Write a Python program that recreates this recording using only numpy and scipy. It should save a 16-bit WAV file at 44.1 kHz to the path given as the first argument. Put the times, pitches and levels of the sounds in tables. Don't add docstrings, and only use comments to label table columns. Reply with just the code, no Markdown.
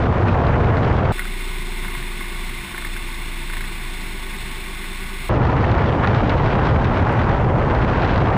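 import sys
import numpy as np
from scipy import signal
from scipy.fft import rfft, irfft, next_fast_len
from scipy.io import wavfile
from scipy.ndimage import uniform_filter1d

SR = 44100
rng = np.random.default_rng(int(sys.argv[2]) if len(sys.argv) > 2 else 0)


def amplitude_ratio(level_db):
    exponent = np.asarray(level_db, float) / 20
    return 10 ** exponent


def waveform_to_disk(signal):
    frames = np.transpose(np.atleast_2d(signal))
    scaled = np.clip(frames, -1, 1) * 32767
    samples = np.round(scaled).astype(np.int16)
    wavfile.write(sys.argv[1], SR, samples)


N = 369116

FRAME_FROM_S, FRAME_TO_S = 1.1215, 5.2925
BLADES = 3
WEAK_EDDY_DB = -41
FFT_N = next_fast_len(N)
FFT_HZ = np.maximum(np.arange(FFT_N // 2 + 1) * SR / FFT_N, 1)
# [t/s, level/dB]
GUST_CURVE = [(0.05, -2), (0.32, -2.5), (0.55, -2), (0.86, -1), (1.1, -1), (5.3, -0.5), (5.46, -1.5),
              (5.75, 0), (6.08, 1), (6.44, -0.5), (6.68, 1), (6.8, -0.5), (7.1, 1.5), (7.3, -1), (7.52, -3),
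              (7.8, 0), (8.12, 3), (8.3, -0.5)]


def rms_one(x):
    return x / np.sqrt(np.mean(x ** 2) + 1e-20)


def in_time(rows):
    s, *columns = np.transpose(rows)
    return [np.interp(np.arange(N) / SR, s, column) for column in columns]


def at_hz(points, hz):
    point_hz, point_db = np.transpose(points)
    return np.interp(np.log(hz), np.log(point_hz), point_db)


def drift(rate):
    r = np.exp(-40 * np.pi * rate / SR)
    coarse = rng.standard_normal(N // 20 + 4002)
    slow = signal.lfilter([1], [1, -2 * r, r * r], coarse)[4000:]
    return np.interp(np.arange(N) / 20, np.arange(len(slow)), rms_one(slow))


def ringing(hz, t60):
    t = np.arange(int(.1 * SR)) / SR
    return np.sin(2 * np.pi * hz * t) * amplitude_ratio(-60 * t / t60)


def add(out, s, sound):
    i = round(s * SR)
    out[i:i + len(sound)] += sound[:N - i]


def eddies():
    # [t/s, peak level/dB]
    strong = [(0.2828, -29.5), (0.3391, -32.5), (0.4673, -25.5), (0.6574, -29), (0.7687, -27),
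              (5.5662, -29), (5.6411, -31.5), (5.7154, -21), (5.7798, -28.5), (5.8152, -33),
              (6.0437, -25.5), (6.0726, -18), (6.1459, -24), (6.2946, -18), (6.3779, -31.5),
              (6.4602, -31.5), (6.5824, -37.5), (6.6697, -33.5), (6.8443, -23.5), (6.9631, -32.5),
              (7.2933, -26), (7.6984, -31), (7.7488, -25), (7.8979, -27.5), (8.0202, -24), (8.0471, -25),
              (8.1594, -28), (8.1778, -22.5), (8.2846, -31.5), (8.337, -38.5)]
    weak_count, spread_db = 80, 4.0
    when = rng.uniform(0, N / SR, weak_count)
    peak_db = WEAK_EDDY_DB + spread_db * rng.standard_normal(weak_count)
    return np.r_[strong, np.c_[when, peak_db]]


def kicks(rows):
    out = np.zeros(N)
    decay = np.exp(-np.arange(2000) / SR / .009)
    for s, peak_db in rows:
        lift_db = np.clip(.33 * (peak_db + 46), 0, 9)
        add(out, s, lift_db * decay)
    return uniform_filter1d(uniform_filter1d(out, size=120), size=120)


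def wind(rows):
    # [f/Hz, density/dB per Hz]
    buffet = [(7.1, -45.5), (12, -34), (26, -7), (65, -1.5), (114, 1), (177, -7), (251, -10.5),
              (909, -14.5), (1490, -21.5), (2180, -29.5), (3100, -37), (6080, -57), (13000, -80)]
    flutter_db, puff_db, own_db = 1.4, 0.63, 0.5
    gust_from_hz, gust_full_hz, calm_hz = 600, 2200, 9000
    gust_db, = in_time(GUST_CURVE)
    edge_db = .6 * gust_db + 1.8 * drift(8.8)
    flutter = flutter_db * (drift(53) + 1.36 * drift(150))
    gust = gust_db + puff_db * drift(6.8) + kicks(rows) + flutter
    air = rfft(rng.standard_normal(FFT_N)) * amplitude_ratio(at_hz(buffet, FFT_HZ))
    out = np.zeros(N)
    for centre_hz in 16 * 2. ** np.arange(11):
        window = np.cos(np.pi / 2 * np.clip(np.log2(FFT_HZ / centre_hz), -1, 1)) ** 2
        share = np.interp(np.log(centre_hz), np.log([gust_from_hz, gust_full_hz, calm_hz]), [0, 1.2, .3])
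        edge = (centre_hz == 4096) * edge_db
        out = out + irfft(air * window, FFT_N)[:N] * amplitude_ratio(share * gust + edge + own_db * drift(14))
    return amplitude_ratio(-15) * rms_one(out)


def snaps(rows):
    small_per_s, small_db = 110, -40
    out = np.zeros(N)
    dull, bright = ringing(3800, .004)[:300], ringing(6500, .002)[:300]
    for s, peak_db in rows:
        bright_db = -16 + (.7 - 1) * (peak_db - WEAK_EDDY_DB)
        add(out, s + .001, amplitude_ratio(peak_db + 1.5) * (dull - amplitude_ratio(bright_db) * bright))
    sizes = amplitude_ratio(4.5 * np.minimum(rng.exponential(1, N), 3.)) * rng.choice([-1, 1], N)
    struck = rng.random(N) < small_per_s / SR
    small = sizes * struck * amplitude_ratio(1.5 * in_time(GUST_CURVE)[0] + small_db)
    dealt = rng.integers(0, 3, N)
    for k, (hz, level_db) in enumerate([(1900, 12), (2900, 7), (4300, -4)]):
        tick = ringing(hz, 6 / hz)[:300]
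        out = out + amplitude_ratio(level_db) * np.convolve(small * (dealt == k), tick)[:N]
    return signal.sosfilt(signal.butter(3, [1200, 6500], "band", fs=SR, output="sos"), out)


def limiter(x):
    top_db, release_db_s, ratio = -8.5, 90, 1.95
    fall = release_db_s * np.arange(N) / SR
    peak_db = np.maximum.accumulate(20 * np.log10(np.abs(x) + 1e-9) + fall) - fall
    cut_db = np.maximum(peak_db - top_db, 0) * (1 - 1 / ratio)
    ahead = np.r_[cut_db[44:], np.full(44, cut_db[-1])]
    return x * amplitude_ratio(-uniform_filter1d(ahead, size=110))


def crackles():
    # [t/s, peak level/dB]
    bursts = [
        (0.0014, -62),
        (7.1232, -42),
    ]
    out = np.zeros(N)
    decay_db = -60 * np.arange(600) / SR / .03
    for s, peak_db in bursts:
        add(out, s, amplitude_ratio(peak_db - 3 + decay_db) * rng.standard_normal(600))
    return signal.sosfilt(signal.butter(4, [3500, 10800], "band", fs=SR, output="sos"), out)


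def from_midway():
    return np.arange(N) / SR - (FRAME_FROM_S + FRAME_TO_S) / 2


def shaft_turns():
    # [t/s, speed/turns per s]
    speed = [(1.12, 9.58), (1.6, 9.513), (2.1, 9.446), (2.6, 9.365), (3.1, 9.297), (3.6, 9.23),
             (4.1, 9.169), (4.6, 9.128), (5.3, 9.115)]
    return 2 * np.pi * np.cumsum(in_time(speed)[0]) / SR - .77


def motor(angle):
    # [t/s, level/dB]
    shake = [(1.13, -26), (1.17, -25.5), (1.97, -25.5), (2.26, -29), (2.42, -25.5), (2.6, -31.5),
             (2.8, -32.5), (2.9, -25), (3.0, -28.5), (3.59, -25), (3.72, -28), (4.55, -29), (4.8, -31.5),
             (4.9, -28.5), (5.28, -29.5)]
    # [t/s, phase/rad]
    shake_lead = [(1.15, -.8), (3.75, 3.85), (5.3, 4.7)]
    multiples = [6, 9, 14, 20, 21, 36, 37, 38, 39, 40, 41, 42, 43]
    # [level midway/dB rms, change/dB per s]
    orders = [(-42, 0.9), (-60, 1), (-52.5, 0.5), (-54.5, 2.5), (-55.5, 3.5), (-62, -1), (-47, -1.5),
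              (-81, -3), (-57, -5.5), (-83, 13), (-56.5, 1.5), (-48.5, -0.1), (-61, 4.5)]
    # [f/Hz, level/dB rms]
    whine = [
        (48.5, -63),
        (1487, -50),
    ]
    reverses_s, null_s = 2.68, 0.057
    sagging, sag_s, sag_width_s, sag_db = 42, 3.1, .6, -11
    t = np.arange(N) / SR
    side = np.tanh(((reverses_s - t) / null_s) ** 3)
    shake_gain = side * amplitude_ratio(in_time(shake)[0] + 0.67 * drift(5.7))
    out = shake_gain * np.sin(BLADES * angle + in_time(shake_lead)[0])
    for multiple, (level_db, change_db) in zip(multiples, orders):
        now_db = level_db + change_db * from_midway()
        if multiple == sagging:
            now_db = now_db + sag_db * np.exp(-((t - sag_s) / sag_width_s) ** 2)
        out = out + amplitude_ratio(now_db + 1.2 * drift(3)) * np.cos(multiple * angle + .12 * drift(1.5))
    for hz, level_db in whine:
        out = out + amplitude_ratio(level_db + 1.5 * drift(4)) * np.sin(2 * np.pi * hz * t + .8 * drift(5))
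    return np.sqrt(2) * out


def rush(angle):
    # [f/Hz, density/dB per Hz]
    sheltered = [(12, -34), (40, -8), (240, -8), (320, -14), (430, -17), (510, -24), (860, -17.5),
                 (880, -12.5), (1700, -15.5), (2700, -13), (4300, -20), (4700, -25.5), (5500, -22.5),
                 (6000, -33)]
    # [f/Hz, width/Hz, lift/dB]
    case = [(120, 5, -5), (131, 9.1, 5.5), (189, 10.6, 6.5), (730, 50, 4.5), (830, 53, -3), (880, 81, 2),
            (1109, 50, 6), (1324, 97, -6.5), (2125, 410, 8), (3080, 280, -4), (3554, 220, 7.5),
            (4110, 90, 5)]
    throb_db, patchy_db = 0.5, 0.5
    colour_db = at_hz(sheltered, FFT_HZ)
    for centre_hz, width_hz, lift_db in case:
        colour_db = colour_db + lift_db / (1 + (2 * (FFT_HZ - centre_hz) / width_hz) ** 2)
    air = rms_one(irfft(rfft(rng.standard_normal(FFT_N)) * amplitude_ratio(colour_db), FFT_N)[:N])
    steady_db = -32.5 - 0.12 * from_midway()
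    return air * amplitude_ratio(steady_db + throb_db * np.sin(BLADES * angle) + patchy_db * drift(41))


def knocks():
    # [t/s, peak level/dB, pitch of the part f/Hz]
    hits = [(1.1824, -22, 1760), (1.1933, -12.5, 1950), (1.2186, -23, 1500), (1.2537, -20.5, 1580),
            (1.8475, -19.5, 1820), (1.881, -23, 1800), (1.919, -26, 1970), (1.9494, -21.5, 1940),
            (1.993, -31, 1490), (2.0256, -24.5, 1850), (2.2068, -21, 1980), (2.242, -27, 1800),
            (2.7454, -21.5, 1520), (2.778, -19, 1810), (2.822, -23, 1480), (2.848, -19.5, 1800),
            (2.964, -20, 1560), (3.4188, -29, 1940), (3.4989, -22, 1480), (3.534, -21.5, 1520),
            (3.568, -22, 1810), (3.6074, -19, 1630), (3.64, -23, 1950), (4.8407, -23, 1980)]
    # [f/Hz, level/dB, t60/s]
    modes = [(1100, -3, 0.024), (1480, -12, 0.12), (1775, -0.5, 0.019), (1940, -1, 0.02), (2120, 2, 0.068),
             (2560, -36, .03), (3500, -18, 0.026)]
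    # [t/s, level/dB]
    hollow = [(1.2, -7), (1.9, 9), (2.22, 13), (2.78, 2), (2.96, 6), (3.55, 6)]
    out = np.zeros(N)
    for s, peak_db, part_hz in hits:
        spread = rng.standard_normal(len(modes) + 1)
        lift_db = 0.66 * spread[:-1]
        lift_db[0] += np.interp(s, *np.transpose(hollow))
        body = sum(amplitude_ratio(mode_db + lift) * ringing(hz, t60) for (hz, mode_db, t60), lift in zip(modes, lift_db))
        part = amplitude_ratio(peak_db - 6) * ringing(part_hz, .024)
        contact = amplitude_ratio(peak_db - 3.5) * ringing(1700, .005)
        rebound = amplitude_ratio(peak_db - 12 + 2 * spread[0]) * ringing(2120, .022)
        add(out, s, amplitude_ratio(peak_db - 14) * body)
        add(out, s + .00206 + .00025 * spread[-1], amplitude_ratio(peak_db - 11) * body)
        add(out, s + .0006, part + contact)
        add(out, s + .0035 + .0008 * spread[-2], rebound)
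    return signal.sosfilt(signal.butter(4, 900, "high", fs=SR, output="sos"), out)


def held_converter(x):
    slow_rate_hz, repeats = 12000, 4
    slow = signal.resample_poly(x, slow_rate_hz, SR)
    return signal.resample_poly(np.repeat(slow, repeats), SR, slow_rate_hz * repeats)[:N]


def scene():
    t, rows, angle = np.arange(N) / SR, eddies(), shaft_turns()
    limited = limiter(wind(rows) + snaps(rows))
    pole = signal.sosfilt(signal.butter(6, 10500, fs=SR, output="sos"), limited) + crackles()
    shaken = motor(angle) + rush(angle) + knocks()
    frame = held_converter(np.r_[shaken, np.zeros(9)])
    fade_s = .002
    on_frame = np.clip(np.minimum(t - FRAME_FROM_S, FRAME_TO_S - t) / fade_s + .5, 0, 1)
    ending = np.clip((N / SR - t) / .00015, 0, 1)
    return ((on_frame * frame + (1 - on_frame) * pole) * ending)[None]


def top_cut(x):
    return signal.sosfilt(signal.butter(12, 15960, fs=SR, output="sos"), x)


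def record(dry):
    mix = signal.sosfilt(signal.ellip(14, .2, 80, 15290, fs=SR, output="sos"), dry)
    return top_cut(mix)


dry = scene()
out = record(dry)
waveform_to_disk(out)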